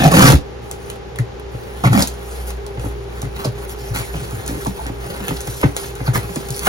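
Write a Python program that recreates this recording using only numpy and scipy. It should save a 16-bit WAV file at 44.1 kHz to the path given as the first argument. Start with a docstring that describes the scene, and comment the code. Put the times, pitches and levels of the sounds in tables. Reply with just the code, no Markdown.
"""A knife is pulled twice through the packing tape of a cardboard box in a small workshop.
The blade sticks and slips: the tape zips, the board rasps and the box booms under each stroke.
Then hands knock, slide over and fold back the flaps, with snaps of tape and creases.
A fan and a low hum go on underneath. The close microphone pair overloads on the first stroke."""
import sys
import numpy as np
from scipy import signal
from scipy.fft import rfft, irfft
from scipy.io import wavfile
from scipy.ndimage import uniform_filter1d

SR = 44100
rng = np.random.default_rng(int(sys.argv[2]) if len(sys.argv) > 2 else 0)


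def bounce(signal):
    """Save signal as a 16-bit WAV file at the path given by the first command-line argument."""
    frames = np.transpose(np.atleast_2d(signal))
    limited = np.clip(frames, -1, 1)
    pcm = np.round(limited * 32767).astype(np.int16)
    wavfile.write(sys.argv[1], SR, pcm)


N = 294588
TIME = np.arange(N) / SR
BIN_HZ = np.fft.rfftfreq(N, 1 / SR)


def gain_of(db):
    """Decibels to a factor."""
    return 10 ** (np.asarray(db) / 20)


def unit_rms(x):
    """Scales to rms 1."""
    return x / np.sqrt(np.mean(x ** 2) + 1e-20)


def curve_at(points, hz):
    """Reads a curve on a logarithmic frequency axis."""
    f, value = np.transpose(points)
    return np.interp(np.log(hz + 1), np.log(f + 1), value)


def add(mix, s, sound):
    """Mixes a sound in at time s."""
    part = mix[max(round(s * SR), 0):][:len(sound)]
    part += sound[:len(part)]


def coloured(x, eq, size=2048):
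    """Causal filter of unit energy, shaped by an EQ curve."""
    log_gain = np.log(gain_of(curve_at(eq, abs(np.fft.fftfreq(size, 1 / SR)))))
    taps = np.fft.ifft(np.exp(np.conj(signal.hilbert(log_gain)))).real[:size // 2]
    return signal.oaconvolve(x, taps / np.linalg.norm(taps))[:len(x)]


def wander(rate_hz):
    """Slow random modulation of rms 1."""
    count = N // 32
    rolloff = 1 + (np.fft.rfftfreq(count, N / SR / count) / rate_hz) ** 4
    slow = irfft(rfft(rng.standard_normal(count)) / rolloff, count)
    return np.interp(TIME, np.linspace(0, N / SR, count), unit_rms(slow))


def ringing(modes):
    """Impulse response of a few damped modes, of unit energy."""
    t = np.arange(SR // 5) / SR
    ring = sum(gain_of(db) * width * np.exp(-np.pi * width * t) * np.sin(2 * np.pi * hz * t) * (-1) ** k
               for k, (hz, width, db) in enumerate(modes))
    return ring / np.linalg.norm(ring)


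def resonate(x, hz, width_hz):
    """A resonance that follows the pitch curve hz."""
    carrier = np.exp(2j * np.pi * np.cumsum(hz) / SR)
    r = np.exp(-np.pi * width_hz / SR)
    return 2 * (carrier * signal.lfilter([(1 - r) ** 2], [1, -2 * r, r * r], x / carrier)).real


def fan(level_db=-33.5):
    """Rush of air from across the room, drifting apart between the channels above the bass."""
    # colour of the air: (frequency [Hz], level [dB])
    air_eq = [(20, -61), (45, -1.5), (140, -4.5), (210, -6), (300, -10.5), (380, 1), (460, -0.5),
              (650, -12), (800, -8.5), (1000, -14), (2000, -19.5), (3600, -25), (7000, -33.5), (16000, -68)]
    # stereo image: (frequency [Hz], left-right likeness [0..1])
    likeness = [(60, 1), (150, 0.33), (400, 0.063), (1000, 0.04), (4000, 0.025), (8000, 1)]
    left, other = (rfft(coloured(rng.standard_normal(N), air_eq, size=8192)) for _ in range(2))
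    same = np.clip(curve_at(likeness, BIN_HZ), 0, 1)
    right = same * left + np.sqrt(1 - same ** 2) * other
    return gain_of(level_db) * irfft([left, right], N)


def hum(level_db=-3.5, hum_hz=62.6, flutter_db=2.9, drift_cycles=0.022, fan_drift=0.22):
    """A motor drone swells and slows until it beats against a hum, under the fan's wavering tones."""
    # low motor: (time [s], level [dB], pitch [Hz])
    motor = [(0.45, -33.5, 63), (0.85, -40, 62.5), (1.7, -32.5, 61.5), (2.4, -27.5, 60), (3.2, -27.5, 59.5),
             (4.0, -29.5, 57.3), (5.0, -32, 56.6), (6.68, -32.5, 57.5)]
    # hum of steady pitch: (time [s], level [dB])
    hum_fader = [(0.45, -38), (3.2, -59), (4.2, -30.5), (6.68, -39)]
    # tones of the fan: (pitch [Hz], level [dB])
    fan_tones = [(119.6, -43.5), (179, -60), (400, -41), (499.5, -56.5), (812, -48)]
    s, db, hz = np.transpose(motor)
    turns = np.cumsum(np.interp(TIME, s, hz)) / SR + drift_cycles * wander(2.3)
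    drone_db = np.interp(TIME, s, db) + level_db + flutter_db * wander(3.6)
    drone = gain_of(drone_db) * np.sin(2 * np.pi * turns)
    steady_db = np.interp(TIME, *np.transpose(hum_fader)) + level_db
    steady = gain_of(steady_db) * np.sin(2 * np.pi * hum_hz * TIME)
    whine = np.zeros(N)
    for hz, db in fan_tones:
        level = gain_of(db + 2.5 * wander(3.9))
        whine += level * np.sin(2 * np.pi * (hz * TIME + fan_drift * hz / 400 * wander(6.3)))
    return np.sqrt(2) * (drone + steady + whine)


def room(x, predelay_s=.003):
    """A cluttered, dry room: a short diffuse tail, different in each channel."""
    # reverb against direct sound: (frequency [Hz], level [dB])
    tail_eq = [(60, -30), (150, -10.5), (400, 1), (1000, -10), (4000, -5.5), (8000, -19), (16000, -40)]
    # reverb time: (frequency [Hz], time to fall 60 dB [s])
    tail_t60 = [(100, 0.16), (1000, 0.15), (6000, 0.18), (16000, 0.12)]
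    hz, t, noise = signal.stft(rng.standard_normal((2, SR // 2)), SR, nperseg=256)
    decay = gain_of(-60 * t / curve_at(tail_t60, hz)[:, None]) * (t > predelay_s)
    energy = (decay ** 2).sum(1, keepdims=True) * t[1] * SR
    decay *= gain_of(curve_at(tail_eq, hz))[:, None] / np.sqrt(energy)
    tail = signal.istft(noise * decay, SR, nperseg=256)[1]
    return signal.fftconvolve(x[None], tail, axes=1)[:, :N]


def echoes(x, level_db=-2.0, fade_s=0.0038, size=4096):
    """Direct sound plus scatter from flaps, bench and body: each channel gets its own fine ripples."""
    # colour of the early reflections: (frequency [Hz], level [dB])
    scatter_eq = [(100, -10.5), (350, -3.5), (700, 1), (1200, -2.5), (2200, 8), (3500, 1.5), (6000, 5.5),
                  (8200, -34.5), (11000, -19.5), (16000, 8.5)]
    t = np.arange(size) / SR
    taps = [coloured(rng.standard_normal(size) * np.exp(-t / fade_s), scatter_eq) for _ in range(2)]
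    paths = 1 + gain_of(level_db) * rfft([h / np.linalg.norm(h) for h in taps])
    paths /= np.sqrt(uniform_filter1d(abs(paths) ** 2, size=40, axis=1))  # keeps the broad colour flat
    lead = size // 16
    response = np.roll(irfft(paths, size), lead, axis=1)
    return signal.oaconvolve(x[None], response, axes=1)[:, lead:lead + N]


def moving_echoes(x, per_s, count=5):
    """The source travels, so one pattern of reflections crossfades into the next."""
    patterns = np.arange(count)
    return sum(np.interp(per_s * TIME, patterns, patterns == k, period=count) * echoes(x)
               for k in patterns)


def slips(per_s, spread_db, clump_db, clump_hz):
    """Stick-slip friction: tiny jerks of uneven size that come in clumps."""
    size = gain_of(spread_db * np.minimum(rng.exponential(1, N), 4) + clump_db * wander(clump_hz))
    return unit_rms(size * rng.choice([-1., 1.], N) * (rng.random(N) < per_s / SR))


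def shifting(x, patchy_db, size=512):
    """The contact travels over the board, so the colour of a rub keeps shifting."""
    spectra = signal.stft(x, nperseg=size)[2]
    patches = uniform_filter1d(rng.standard_normal(spectra.shape), size=7, axis=0)
    patches = unit_rms(uniform_filter1d(patches, size=12, axis=1))
    return unit_rms(signal.istft(spectra * gain_of(patchy_db * patches), nperseg=size)[1][:N])


def slide_envelopes(skew=0.8):
    """Each slide swells, peaks just before its middle and fades, over a light touch."""
    # resting hands: (time [s], scrape [dB], hiss [dB])
    touch = [(0.5, -61, -57.5), (1.4, -59, -59.5), (3.0, -48.5, -51), (4.2, -45, -49.5), (6.68, -39.5, -40)]
    # hands and flaps sliding: (start [s], length [s], scrape [dB], hiss [dB])
    moves = [(0.61, 0.22, -49, -46), (0.778, 0.21, -46, -41.5), (1.49, 0.24, -45.5, -45.5),
             (1.587, 0.66, -38, -45.5), (2.0, 0.23, -53, -41.5), (2.183, 0.4, -40, -36),
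             (2.465, 0.052, -35.5, -30.5), (2.782, 0.17, -43.5, -38.5), (3.098, 0.21, -38.5, -47),
             (3.341, 0.17, -32.5, -39), (3.566, 0.12, -40, -40), (3.671, 0.082, -43, -33),
             (3.75, 0.25, -41, -35), (3.935, 0.1, -24, -25), (3.992, 0.14, -42, -33.5),
             (4.1, 0.23, -36, -33.5), (4.264, 0.23, -40, -35.5), (4.432, 0.18, -35, -33),
             (4.56, 0.19, -38.5, -31), (4.711, 0.2, -38.5, -36.5), (4.984, 0.36, -34, -36.5),
             (5.225, 0.21, -38, -31), (5.39, 0.36, -38.5, -30.5), (5.746, 0.19, -35.5, -30),
             (6.035, 0.081, -30.5, -34.5), (6.132, 0.055, -22.5, -20.5), (6.14, 0.13, -35, -31),
             (6.224, 0.32, -52, -35), (6.458, 0.27, -49, -30), (6.622, 0.26, -20.5, -15.5)]
    s, *levels = np.transpose(touch)
    scrape_power, hiss_power = (gain_of(np.interp(TIME, s, db)) ** 2 for db in levels)
    for start, length, scrape_db, hiss_db in moves:
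        speed = np.sin(np.pi * np.linspace(0, 1, round(length * SR)) ** skew)
        add(scrape_power, start, (gain_of(scrape_db) * speed) ** 2)
        add(hiss_power, start, (gain_of(hiss_db) * speed) ** 2)
    return np.sqrt(scrape_power), np.sqrt(hiss_power)


def slides(scrape_db, hiss_db, crackle_db=-10.0):
    """Skin and cardboard rub: a coarse scrape, a fine hiss and a few catching fibres."""
    # scrape in the board: (frequency [Hz], level [dB])
    scrape_eq = [(60, -2.5), (130, 9), (280, -1), (500, -2), (850, -0.5), (1200, 0), (1900, -2), (2600, -6),
                 (6000, -16.5)]
    # hiss of its paper face: (frequency [Hz], level [dB])
    hiss_eq = [(900, -25), (2500, 2.5), (4500, 6), (7000, 9), (11000, 8.5), (16000, 1.5)]
    scrape_env, hiss_env = slide_envelopes()
    coarse = slips(per_s=2500, spread_db=3.5, clump_db=2.5, clump_hz=34.4)
    fine = slips(per_s=23000, spread_db=2.5, clump_db=1.45, clump_hz=59.6)
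    fine += gain_of(crackle_db) * slips(per_s=110, spread_db=5.5, clump_db=3.0, clump_hz=19)
    scrape = coloured(shifting(coarse, patchy_db=2.5), scrape_eq)
    hiss = coloured(shifting(fine, patchy_db=2.8), hiss_eq)
    return gain_of(scrape_db) * scrape_env * scrape + gain_of(hiss_db) * hiss_env * hiss


def scuffs(level_db=-0.5, fall=0.22, width_share=0.18, width_cycles=0.98):
    """Uneven stick-slip in a resonance that sinks as the movement slows; short scuffs are broader."""
    # blade, edge or finger catching: (time [s], length [s], mid pitch [Hz], level [dB])
    cues = [(0.037, 0.04, 737, -13.5), (0.114, 0.024, 1100, -19), (0.174, 0.046, 1140, -13),
            (0.213, 0.064, 1270, -13), (0.254, 0.05, 1810, -15.5), (0.283, 0.023, 870, -15),
            (0.249, 0.043, 5190, -18), (1.186, 0.0063, 1780, -22), (1.835, 0.017, 1100, -16.5),
            (1.853, 0.005, 2150, -16), (1.918, 0.018, 750, -21), (1.966, 0.025, 2250, -28),
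            (2.016, 0.018, 5220, -19), (2.839, 0.006, 794, -25.5), (3.443, 0.02, 4810, -27.5),
            (3.446, 0.02, 573, -24), (4.024, 0.021, 2200, -34), (4.076, 0.049, 1690, -34),
            (4.136, 0.016, 900, -32), (4.235, 0.019, 4030, -43), (4.595, 0.026, 1790, -39),
            (4.658, 0.014, 925, -20.5), (4.769, 0.062, 870, -28.5), (4.852, 0.038, 1820, -36),
            (5.282, 0.023, 3240, -36), (5.368, 0.0048, 4400, -28), (5.629, 0.016, 1880, -20),
            (5.63, 0.013, 1030, -18), (6.057, 0.027, 4400, -33), (6.134, 0.025, 5700, -34),
            (6.061, 0.022, 1140, -36), (6.143, 0.026, 1880, -22.5), (6.156, 0.024, 845, -26.5),
            (6.145, 0.022, 1170, -21), (6.542, 0.0092, 4530, -31.5), (6.654, 0.053, 1510, -20)]
    out = np.zeros(N)
    for s, length, hz, db in cues:
        progress = np.linspace(0, 1, round(length * SR))
        pitch = hz * (1 + fall * (.5 - progress))
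        chirr = resonate(rng.standard_normal(len(pitch)), pitch, width_share * hz + width_cycles / length)
        add(out, s, gain_of(db + level_db) * np.sin(np.pi * progress) * unit_rms(chirr))
    return out


def snaps(level_db=-6.5, rustle_db=-10.5, rustle_s=0.021, crack_s=0.00069):
    """Tape or a crease snaps: a short crack of many fibres, then a rustle of the surrounding paper."""
    # snaps: (time [s], level [dB], dull layer against crisp layer [dB])
    cues = [(0.1179, -12.5, -4), (0.713, -17.5, -7), (0.9006, -20.5, 0.5), (0.9585, -34, 0),
            (1.159, -30, 4), (1.187, -20, -6), (1.3974, -34.5, 5.5), (1.838, -25, 0), (1.93, -17, -13),
            (2.016, -12.5, -1.5), (2.023, -4.5, -10.5), (2.0315, -13, -17), (2.0734, -12, -12),
            (2.081, -20, -12), (2.5043, -21, -3), (2.665, -25.5, -2), (2.796, -29.5, 6), (3.218, -18, -18),
            (3.446, -15, -7), (3.455, -18, -12), (3.695, -23, -5), (4.309, -27, -8), (4.463, -20, -17),
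            (4.478, -14.5, -23), (4.668, -19, -19), (4.866, -21.5, -2), (5.2819, -15, 3), (5.369, -25, -19),
            (5.4058, -16, -7.5), (5.414, -21, -18), (5.473, -20, -22), (5.614, -18, 0), (5.7654, -8.5, -6),
            (5.9535, -24.5, -7), (6.3588, -15, -23), (6.505, -15.5, -25), (6.5452, -25, -5)]
    # crisp top of a snap: (frequency [Hz], level [dB])
    crisp_eq = [(1500, -35), (3500, 5), (5500, 6.5), (7500, 12), (11000, 5.5), (16000, -1.5)]
    # dull body of a snap: (frequency [Hz], level [dB])
    dull_eq = [(80, -15), (300, 6), (700, 6.5), (1700, 3), (3000, 3.5), (6000, -26)]
    out, t = np.zeros(N), np.arange(SR // 10) / SR
    crack = np.sqrt(2 * t / crack_s) * np.exp(.5 - t / crack_s)
    rustle = gain_of(rustle_db) * np.exp(-t / rustle_s)
    for s, db, dull_db in cues:
        burst = (crack + rustle) * rng.standard_normal(len(t))
        snap = coloured(burst, crisp_eq) + gain_of(dull_db) * coloured(burst, dull_eq)
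        add(out, s, gain_of(db + level_db) * snap)
    return out


def flaps(bloom_s=0.017, glide_s=0.0052):
    """A loose flap whips against the box: its bending wave sweeps down to the note of the panel."""
    # flap hits: (time [s], level [dB], first pitch [Hz], last pitch [Hz])
    cues = [(4.662, -19.5, 1003, 190), (5.629, -8, 2010, 133), (6.162, -15.5, 490, 107),
            (6.357, -23, 703, 233)]
    out, t = np.zeros(N), np.arange(SR // 8) / SR
    swell = (t / bloom_s * np.exp(1 - t / bloom_s)) ** 2
    for s, db, first_hz, last_hz in cues:
        turns = np.cumsum(last_hz + (first_hz - last_hz) * np.exp(-t / glide_s)) / SR
        add(out, s, gain_of(db) * swell * np.sin(2 * np.pi * turns))
    return out


def dispersed(x, delay_at_1khz_s=0.00402):
    """Bending waves speed up with the root of frequency, so a blow arrives as a quick falling sweep."""
    hz = np.fft.rfftfreq(len(x), 1 / SR)
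    return irfft(rfft(x) * np.exp(-4j * np.pi * delay_at_1khz_s * np.sqrt(1000 * hz)), len(x))


def knocks(boom_trim_db=-2.0, bloom_s=0.016, slap_rise_s=0.0028, sag=0.11, spot_db=2.5):
    """The board slaps, the box rings hollow, then the slow bending wave swells in the whole panel."""
    # blows of hands, flaps and blade: (time [s], boom [dB], panel pitch [Hz], ring [dB], slap [dB])
    cues = [(0.049, -1.5, 152, -8.5, -22), (0.116, -21, 180, -19, -33), (0.152, -7.5, 236, -11, -24),
            (0.177, -8.5, 198, -14, -24), (0.233, -2.5, 130.6, -13.5, -20), (0.28, -4, 133, -23, -8.5),
            (0.324, -6, 151, -13, -21), (0.335, -1.5, 72.5, -24, -18.5), (1.19, -10.5, 126, -31.5, -37),
            (1.54, -24, 123, -37, -48), (1.834, -16, 124, -27, -32), (1.846, -4, 134, -25, -19),
            (1.897, -6, 125, -33, -35), (1.942, -5, 232.3, -31, -33), (1.982, -11.5, 204, -40, -44),
            (2.012, -20, 264, -33, -38), (2.772, -20, 123, -34, -32), (2.836, -28, 126, -29, -37),
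            (2.853, -20, 113.4, -25, -39), (3.225, -19.5, 121.5, -28.5, -33), (3.247, -21, 132, -36, -46),
            (3.445, -27, 138, -20, -30), (3.465, -16, 126, -31, -41), (3.901, -16.5, 117, -54, -41),
            (3.987, -19, 120, -52, -31), (4.138, -21, 161, -29.5, -28), (4.165, -22.5, 101, -37, -48),
            (4.214, -23.5, 126, -39, -45), (4.323, -20.5, 117, -32.5, -37), (4.371, -25.5, 101, -41, -50),
            (4.484, -43, 148, -25.5, -28.5), (4.503, -42, 203, -27, -37), (4.52, -31, 133, -27.5, -40),
            (4.542, -39, 153, -26.5, -37), (4.567, -36, 151, -29.5, -41), (4.662, -23, 136, -30, -28),
            (4.856, -34, 111, -29, -35), (4.891, -25.5, 119, -26, -50), (5.203, -25, 212, -33, -40),
            (5.282, -22, 130, -29.5, -34), (5.304, -18.5, 170, -21.5, -34), (5.475, -18.5, 122, -33.5, -30),
            (5.629, -14, 68.4, -39, -16.5), (5.637, -21, 110, -16.5, -18), (5.654, -16, 110, -22, -24),
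            (6.003, -20, 122, -29.5, -32), (6.077, -7.5, 129, -27, -25), (6.172, -33, 112, -35, -22.5),
            (6.237, -25, 117, -34, -46), (6.29, -26, 185, -40, -30), (6.359, -25, 148, -25.5, -24),
            (6.496, -19.5, 133, -40, -54), (6.668, -20, 130, -16, -11.5)]
    # slap of the board: (frequency [Hz], level [dB])
    slap_eq = [(200, -20), (500, -6.5), (850, 5), (1100, -6), (1400, -1.5), (2100, -8), (2700, -10),
               (8000, -34)]
    # higher modes of the box: (frequency [Hz], width [Hz], level [dB])
    hollow_modes = [(213, 66, 0), (293.6, 43.5, 3.5), (410, 110, -5), (490, 98, -9.5), (587, 106, -9),
                    (807, 93, -8.5), (1270, 390, -18)]
    out, t = np.zeros(N), np.arange(SR // 5) / SR
    swell = (t / bloom_s * np.exp(1 - t / bloom_s)) ** 2
    contact = t / slap_rise_s * np.exp(1 - t / slap_rise_s)
    glide = 1 + sag * (4 * np.exp(-t / 0.0057) - t / 0.047)  # faster waves arrive first
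    for s, boom_db, hz, ring_db, slap_db in cues:
        turns = np.cumsum(hz * glide) / SR
        add(out, s, gain_of(boom_db + boom_trim_db) * swell * np.sin(2 * np.pi * turns))
        add(out, s, gain_of(slap_db) * coloured(contact * rng.standard_normal(len(t)), slap_eq))
        # each spot on the box rings a little differently
        ring = ringing([(f * rng.uniform(0.93, 1.047), width, db + spot_db * rng.standard_normal())
                        for f, width, db in hollow_modes])
        add(out, s, gain_of(ring_db) * dispersed(ring) / np.std(ring[:SR // 100]))
    return out


def panels(force):
    """The box booms in its broad low modes, with the deepest bass cancelling around it."""
    # low modes of the box: (frequency [Hz], width [Hz], level [dB])
    modes = [(72, 5.4, 5), (132, 13, -1), (165, 75, 0), (240, 120, 3.5), (282, 230, -22)]
    band = signal.butter(2, [55, 380], "band", fs=SR, output="sos")
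    return signal.sosfilt(band, signal.oaconvolve(force, ringing(modes))[:N])


def flutes(per_s=48, depth_db=3.0, unevenness=0.2605):
    """Gain of the blade's bite: it catches on each flute of the corrugated board and breaks through."""
    turns = np.cumsum(per_s * (1 + unevenness * wander(24.8))) / SR
    return unit_rms(gain_of(depth_db * (np.sin(2 * np.pi * turns) + .5 * np.sin(4 * np.pi * turns))))


def pull_envelopes(rise_share=0.27, release_db_s=402, rasp_db_s=5.5, zip_db_s=39, sag_hz_s=285):
    """Each pull builds, holds and lets go: gains of boom, rasp, ring and zip, and the panel's pitch."""
    # each cut is a short bite and a longer draw, and the first ends with a tug:
    # (start [s], length [s], boom [dB], rasp [dB], ring [dB], zip [dB], first panel pitch [Hz])
    pulls = [(-0.02, 0.097, -18, -19, -60, -25, 178), (0.101, 0.19, -12.5, -14.5, -21.5, -15, 169),
             (0.296, 0.047, -19.5, -25.5, -44, -27, 148), (1.832, 0.04, -19, -25.5, -25, -31.5, 206),
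             (1.91, 0.098, -18.5, -28, -22, -25.5, 226)]
    gains, pitch = np.zeros((4, N)), np.zeros(N)
    for start, length, *levels_db, hz in pulls:
        age = TIME - start
        to_go, past = np.clip(length - age, 0, length), np.maximum(age - length, 0)
        force = np.clip(age / (rise_share * length), 0, 1) * gain_of(-release_db_s * past)
        board = force * gain_of(-rasp_db_s * to_go)  # board and tape grow as the blade speeds up
        tape = force * gain_of(-zip_db_s * to_go)
        gains += gain_of(levels_db)[:, None] * np.array([force, board, board, tape])
        pitch = np.where(age >= 0, hz - sag_hz_s * (length - to_go), pitch)  # the slit panel slackens
    return *gains, pitch


def knife(boom_db, rasp_db, zip_db, ring_db, under_blade_db):
    """The blade jerks through tape and board and shakes the box and the panel under it."""
    # rasp of the board: (frequency [Hz], level [dB])
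    rasp_eq = [(150, -20), (390, 0), (520, -1), (760, 1), (1000, -8), (1300, -4), (1600, -8), (1780, -2),
               (2200, -6.5), (2800, -7.5), (4000, -14), (9000, -25.5)]
    # zip of the tape: (frequency [Hz], level [dB])
    zip_eq = [(1200, -57), (2800, -18), (3800, -0.5), (4500, 1), (5150, 4), (6000, 1), (7000, 3),
              (10000, -3.5), (13000, -4), (16000, -12)]
    # modes of the slit top: (frequency [Hz], width [Hz], level [dB])
    top_modes = [(574, 78, -1.5), (750, 190, 0.5), (920, 100, -20), (1100, 53, -10), (1360, 530, -10),
                 (1680, 31, -10)]
    boom_env, rasp_env, ring_env, zip_env, pitch = pull_envelopes()
    jerks = slips(per_s=1600, spread_db=2.2, clump_db=1.5, clump_hz=70)
    fibres = slips(per_s=3200, spread_db=3.2, clump_db=2.0, clump_hz=90)
    under_blade = resonate(jerks, pitch, width_hz=43)
    shake = unit_rms(panels(jerks)) + gain_of(under_blade_db) * unit_rms(under_blade)
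    shake /= np.sqrt(abs(uniform_filter1d(shake ** 2, size=1000)) + 1e-12)  # the arm pulls steadily
    boom = gain_of(boom_db) * boom_env * shake
    bite = shifting(jerks, patchy_db=3.0, size=1024)
    rasp = gain_of(rasp_db) * rasp_env * coloured(bite, rasp_eq)
    ring = gain_of(ring_db) * ring_env * signal.oaconvolve(bite, ringing(top_modes))[:N]
    tear = shifting(fibres + 0.49 * jerks, patchy_db=1.0)
    zipping = gain_of(zip_db) * zip_env * coloured(tear, zip_eq)
    catch = flutes()
    return catch * (boom + rasp + ring) + np.sqrt(catch) * zipping


def scene(box_db=1.5):
    """The box close by and a little to the right, its reflections, and the bed of fan and hum."""
    # pan of the box: (frequency [Hz], left over right [dB])
    balance = [(100, 0), (300, 0), (600, -0.5), (1050, -4), (1500, -1), (2500, 0), (5000, -0.6)]
    rubs = knife(boom_db=1.5, rasp_db=0.95, zip_db=0.5, ring_db=2.5, under_blade_db=1.0)
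    rubs += slides(scrape_db=0.46, hiss_db=-5.0)
    hits = knocks() + flaps() + scuffs() + snaps()
    near = moving_echoes(rubs, per_s=24, count=7) + moving_echoes(hits, per_s=6)
    lean_db = curve_at(balance, BIN_HZ) / 2
    box = irfft(rfft(near + room(rubs + hits)) * gain_of([lean_db, -lean_db]), N)
    return gain_of(box_db) * box + fan() + hum()


def record(dry, ceiling=0.89, top_hz=16100):
    """The microphone pair shifts phase between the channels; peaks clip; a low-pass trims the top."""
    # phase across the pair: (frequency [Hz], lead of the left channel [cycles])
    left_lead = [(0, 0), (420, -0.07), (650, -0.22), (1000, -0.31), (1500, -0.3), (5450, -1), (16350, 1)]
    lead = np.pi * np.interp(BIN_HZ, *np.transpose(left_lead))
    pair = irfft(rfft(dry) * np.exp(1j * np.array([lead, -lead])), N)
    clipped = pair / (1 + (pair / ceiling) ** 8) ** (1 / 8)
    lowpass = signal.firwin(511, top_hz, window=("kaiser", 9), fs=SR)
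    return signal.oaconvolve(clipped, lowpass[None], "same")


dry = scene()
out = record(dry)
bounce(out)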